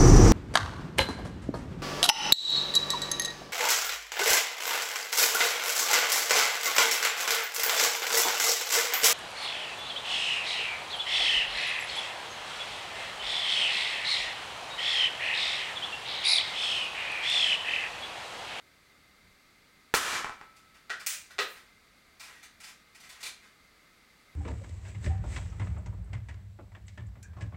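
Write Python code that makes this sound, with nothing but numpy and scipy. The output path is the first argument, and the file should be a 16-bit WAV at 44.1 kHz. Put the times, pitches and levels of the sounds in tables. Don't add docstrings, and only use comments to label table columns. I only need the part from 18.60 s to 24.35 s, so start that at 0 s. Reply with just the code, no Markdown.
import sys
import numpy as np
from scipy import signal
from scipy.fft import rfft, irfft
from scipy.io import wavfile

SR = 44100
rng = np.random.default_rng(int(sys.argv[2]) if len(sys.argv) > 2 else 0)


def store_pcm(level_fs):
    pcm = np.round(np.clip(level_fs, -1, 1) * 32767).astype(np.int16)
    wavfile.write(sys.argv[1], SR, np.atleast_2d(pcm).T)


N = 253649
TIME = np.arange(N) / SR
HZ = np.maximum(np.arange(SR // 2 + 1), 1.)

# start_s, level_db, duration_s
GRIP_RUBS = [(2.14, -58, 0.0093), (2.401, -48.5, 0.0055), (2.919, -51, 0.03), (3.64, -48.5, 0.052),
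             (4.502, -53, 0.05), (4.809, -57, 0.022)]


def muzzle_blast(room):
    puff = [(1.3447, 7.5, 0.01324)]  # start_s, level_db, duration_s
    colour = [(20, -28), (70, -11), (130, -18.5), (250, -12), (400, -10.5), (560, -9.5), (850, -7.5),
              (1300, -1), (1750, -5), (2200, -6), (3300, -7.5), (4300, -10.5), (7300, -10), (16000, -21)]
    peaks = [(1106, 44, 2), (1360, 42, -6), (1740, 53, 5), (2326, 60, -3)]  # centre_hz, width_hz, relative_db
    blast = through(bursts(puff), body(colour, peaks, ring_db=0.5))
    return across_room(blast, room, direct_db=10.5)


def pellet_strike():
    tear = [(1.3400, 3, 0.005)]  # start_s, level_db, duration_s
    paper_colour = [(300, -2), (2000, -23), (6000, 1), (16000, -11)]  # frequency_hz, relative_db
    backing_modes = [(468, 3, 0.03), (925, 8, 0.011), (1390, 9, 0.012), (1683, -0.5, 0.048),
                     (2500, -5.5, 0.027)]
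    trap_modes = [(1030, -29, 0.27), (1310, -42, 2), (1860, -38, 0.42), (2330, -22.5, 0.71)]  # pitch_hz, level_db, t60_s
    impact_s = 1.3398
    paper = through(bursts(tear), body(paper_colour))
    slap = from_db(-2) * struck(backing_modes, impact_s)
    return paper + slap + struck(trap_modes, impact_s)


def pellet_drop(room):
    bounces = [(1.6444, -36.5), (1.6948, -43), (1.8126, -49)]  # start_s, level_db
    colour = [(200, -8), (350, -8.5), (550, -9.5), (850, 1), (1400, 0), (2300, -6.5), (4000, -20),
              (8000, -26), (15000, -45)]
    peaks = [(795, 53, 0), (1040, 50, -5), (1300, 40, -19)]  # centre_hz, width_hz, relative_db
    drops = through(bursts(lasting(bounces, seconds=0.0022)), body(colour, peaks, ring_db=-0.5))
    return across_room(drops, room, direct_db=29.5)


def action(room):
    # start_s, level_db
    lever_knocks = [(2.3015, -32), (2.7065, -51.5)]
    sear_snaps = [(2.4684, -19)]
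    breech_clacks = [(2.7885, -26)]
    # frequency_hz, relative_db
    lever_colour = [(120, -28), (300, -14.5), (620, -2.5), (970, -7.5), (1400, 2), (1900, 7), (2150, -2.5),
                    (2500, -1.5), (4000, -6), (8500, -17), (11000, -29), (16000, -35)]
    sear_colour = [(100, -39), (400, -31), (620, -17.5), (830, -22.5), (1300, -13), (2300, -5), (3000, -9),
                   (4600, -8.5), (7500, -3), (9500, -8), (13000, -13.5), (16000, -4)]
    breech_colour = [(60, -39), (150, -24), (270, -17.5), (400, -3.5), (630, -7.5), (1000, -9), (1250, -6),
                     (1900, -3.5), (3800, -8), (5000, -12.5), (8700, -21), (10500, -36), (16000, -39)]
    spring_colour = [(2000, -28), (9000, -1), (12000, -6), (14500, 2), (16000, -6)]
    # centre_hz, width_hz, relative_db
    lever_peaks = [(1432, 60, 4), (1922, 90, -8.5)]
    sear_peaks = [(2420, 180, -0.5), (8500, 290, -4)]
    breech_peaks = [(516, 53, -2.5), (1225, 100, 1.5), (1708, 40, 0.5), (1916, 99, -3.5), (2620, 100, -1),
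                    (2820, 50, -5), (3700, 190, -9), (4000, 150, 2.5)]
    spring_rattles = [(2.79, -47.5, 0.014), (2.86, -52, 0.034)]  # start_s, level_db, duration_s
    lever = through(seating(lever_knocks), body(lever_colour, lever_peaks, ring_db=8))
    sear = through(seating(sear_snaps), body(sear_colour, sear_peaks, ring_db=2.5))
    breech = through(seating(breech_clacks), body(breech_colour, breech_peaks, ring_db=5.5))
    spring = through(bursts(spring_rattles, swell=True), body(spring_colour))
    return (across_room(lever + breech + spring, room, direct_db=24.5)
            + across_room(sear, room, direct_db=20.5))


def small_parts():
    ticks = [(1.958, -58), (2.394, -48), (2.703, -54), (3.825, -49), (3.999, -49), (4.345, -52.5),
             (4.602, -48)]
    pushes = [(3.595, -44.5, -47), (4.033, -45.5, -47.5), (4.396, -51, -52), (4.488, -46.5, -53)]  # start_s, touch_db, slide_db
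    colour = [(100, -47), (400, -33.5), (650, -7.5), (1300, -6), (2300, -1), (3300, -6), (5000, -5.5),
              (8500, -9), (11000, -14.5), (16000, -22.5)]
    peaks = [(2460, 98, 0)]  # centre_hz, width_hz, relative_db
    slide_delay_s, slide_s = 0.028, 0.014
    touches = lasting(ticks + [(s, db) for s, db, _ in pushes], seconds=0.0048)
    slides = [(s + slide_delay_s, db, slide_s) for s, _, db in pushes]
    scrapes = [(s, db - 3, duration) for s, db, duration in GRIP_RUBS]
    force = bursts(touches + slides + scrapes, swell=True, lumps_db=6.5)
    return through(force, body(colour, peaks, ring_db=-3))


def grip_rub():
    colour = [(150, -27), (450, -12.5), (650, -16), (1000, -7), (1750, -0.5), (2600, -5.5), (6000, -22),
              (16000, -32)]
    peaks = [(1940, 300, -5)]  # centre_hz, width_hz, relative_db
    return through(bursts(GRIP_RUBS, swell=True, lumps_db=0.5), body(colour, peaks))


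def catch_snap():
    stages = [(4.627, -38, 0.00367), (4.646, -38, 0.0077)]  # start_s, level_db, duration_s
    colour = [(300, -19), (650, -14), (1400, -9.5), (2000, -4.5), (2500, -2), (3200, -6.5), (4000, -1),
              (5500, -7), (8800, -8), (11000, -14.5), (16000, -22)]
    peaks = [(2370, 47, 0.5), (2620, 60, -6), (3620, 140, -1)]  # centre_hz, width_hz, relative_db
    return through(bursts(stages, swell=True, lumps_db=4.5), body(colour, peaks, ring_db=2))


def background(room):
    hiss_colour = [(12, -46), (20, -4), (77, -2.5), (113, -7), (210, -4), (328, -8.5), (780, -12),
                   (949, -14.5), (1260, -11), (1860, -10), (2080, -6.5), (3070, -17.5), (4540, -14.5),
                   (5080, -18), (16000, -27.5)]
    hiss_peaks = [(1250, 120, 1.5), (2083, 52, 3), (3720, 1040, -3), (4500, 400, -26)]  # centre_hz, width_hz, relative_db
    whine_tones = [(1567, -80), (2067, -79), (3483, -86), (4689, -79.5), (7827, -90)]  # pitch_hz, rms_db
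    soft_bumps = [(.37, -63, 0.024), (.635, -59.5, 0.0051)]  # start_s, level_db, duration_s
    bump_colour = [(30, -10), (70, 10.5), (200, 3), (350, -23), (1000, -36), (4000, -65)]  # frequency_hz, relative_db
    white = rng.standard_normal(N + SR // 2 - 1)
    hiss = signal.fftconvolve(white, body(hiss_colour, hiss_peaks, ring_db=4.0), "valid")
    whine = sum(np.sqrt(2) * from_db(db) * np.sin(2 * np.pi * hz * TIME) for hz, db in whine_tones)
    bumps = through(bursts(soft_bumps), body(bump_colour))
    return from_db(-61.5) * hiss + whine + through(bumps, room)


def room_response(build_s, late_db, late_stretch):
    early_decay = [(80, .29), (250, .28), (500, .29), (1300, .31), (3000, .295), (7000, .275), (11000, .23),
                   (16000, .185)]
    wall_echoes = [(.0052, 5.6), (.0068, 16.3), (0.0148, 14)]  # delay_s, level_db
    t = TIME[:SR]
    white = np.exp(2j * np.pi * rng.random(len(HZ))) * np.sqrt(SR)
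    centres_hz = np.geomspace(60, 16000, 12)
    tail = 0
    for hz, share in zip(centres_hz, np.eye(len(centres_hz))):
        band = irfft(white * np.interp(np.log(HZ), np.log(centres_hz), share))
        fall_db = -60 * t / at_hz(early_decay, hz)
        tail = tail + band * np.hypot(from_db(fall_db), from_db(late_db + fall_db / late_stretch))
    tail = tail * (1 - np.exp(-t / build_s))
    for delay_s, db in wall_echoes:
        tail[round(delay_s * SR)] += from_db(db)
    return tail


def across_room(x, room, direct_db):
    return from_db(direct_db) * x + through(x, room)


def bursts(rows, swell=False, lumps_db=0):
    out = np.zeros(N)
    t = TIME[:SR // 4]
    for start_s, db, duration_s in rows:
        age = t / max(duration_s, 3e-4)
        envelope = np.exp(-age) * (age if swell else 1)
        grains = rng.standard_normal(len(t)) * envelope
        for _ in range(3):
            phase = np.angle(rfft(grains, 2 * len(t)))
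            grains = irfft(np.exp(1j * phase))[:len(t)] * (envelope / envelope.max()) ** (1 / 4)
        lumps = smooth(rng.standard_normal(len(t)), 0.00087)
        grains = grains * from_db(lumps_db * lumps / lumps.std())
        start = round(start_s * SR)
        out[start:start + len(t)] += from_db(db) * unit_energy(grains)[:N - start]
    return out


def seating(rows, lead_s=0.005, touch_db=-10.5, touch_s=0.0017, seat_s=0.0054):
    touches = [(s - lead_s, db + touch_db, touch_s) for s, db in rows]
    return bursts(touches + lasting(rows, seat_s))


def lasting(rows, seconds):
    return [(s, db, seconds) for s, db in rows]


def struck(modes, start_s):
    t = np.maximum(TIME - start_s, 0)
    begun = TIME >= start_s
    return begun * sum(from_db(db - 60 * t / t60) * np.cos(2 * np.pi * hz * t) for hz, db, t60 in modes)


def body(colour, peaks=(), ring_db=0):
    lift = 1 + sum(from_db(ring_db + db) ** 2 / (1 + (2 * (HZ - hz) / width) ** 2)
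                   for hz, width, db in peaks)
    magnitude = from_db(at_hz(colour, HZ)) * np.sqrt(lift)
    cepstrum = irfft(np.log(magnitude))
    cepstrum[1:SR // 2] *= 2
    cepstrum[SR // 2 + 1:] = 0
    response = irfft(np.exp(rfft(cepstrum)))
    return unit_energy(response[:SR // 2])


def through(x, response):
    return signal.fftconvolve(x, response)[:N]


def smooth(x, seconds):
    pole = np.exp(-1 / (seconds * SR))
    return signal.lfilter([1 - pole], [1, -pole], x)


def at_hz(points, hz):
    frequencies, values = np.transpose(points)
    return np.interp(np.log(hz), np.log(frequencies), values)


def from_db(db):
    return 10 ** (np.asarray(db) / 20)


def unit_energy(x):
    return x / np.sqrt(np.sum(x ** 2) + 1e-20)


def gain_control(x, threshold_db, lag_s, window_s, treble):
    power = smooth(x ** 2 + (treble * np.diff(x, prepend=0)) ** 2, window_s)
    excess_db = np.maximum(10 * np.log10(power + 1e-12) - threshold_db, 0)
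    return x * from_db(-smooth(excess_db, lag_s))


def scene():
    room = room_response(build_s=0.0015, late_db=-9, late_stretch=1.513)
    shot = muzzle_blast(room) + pellet_strike() + pellet_drop(room)
    cocking = action(room)
    handling = across_room(small_parts() + grip_rub() + catch_snap(), room, direct_db=20)
    return (shot + cocking + handling + background(room))[None]


def record(dry):
    ceiling, cutoff_hz = 0.22, 15900
    levelled = gain_control(dry, threshold_db=-27.5, lag_s=0.013, window_s=0.0091, treble=0.54)
    limited = gain_control(levelled, threshold_db=-14.0, lag_s=0.0046, window_s=0.00077, treble=3.25)
    saturated = ceiling * np.tanh(limited / ceiling)
    return signal.sosfilt(signal.ellip(10, .1, 80, cutoff_hz, fs=SR, output="sos"), saturated)


dry = scene()
out = record(dry)
store_pcm(out)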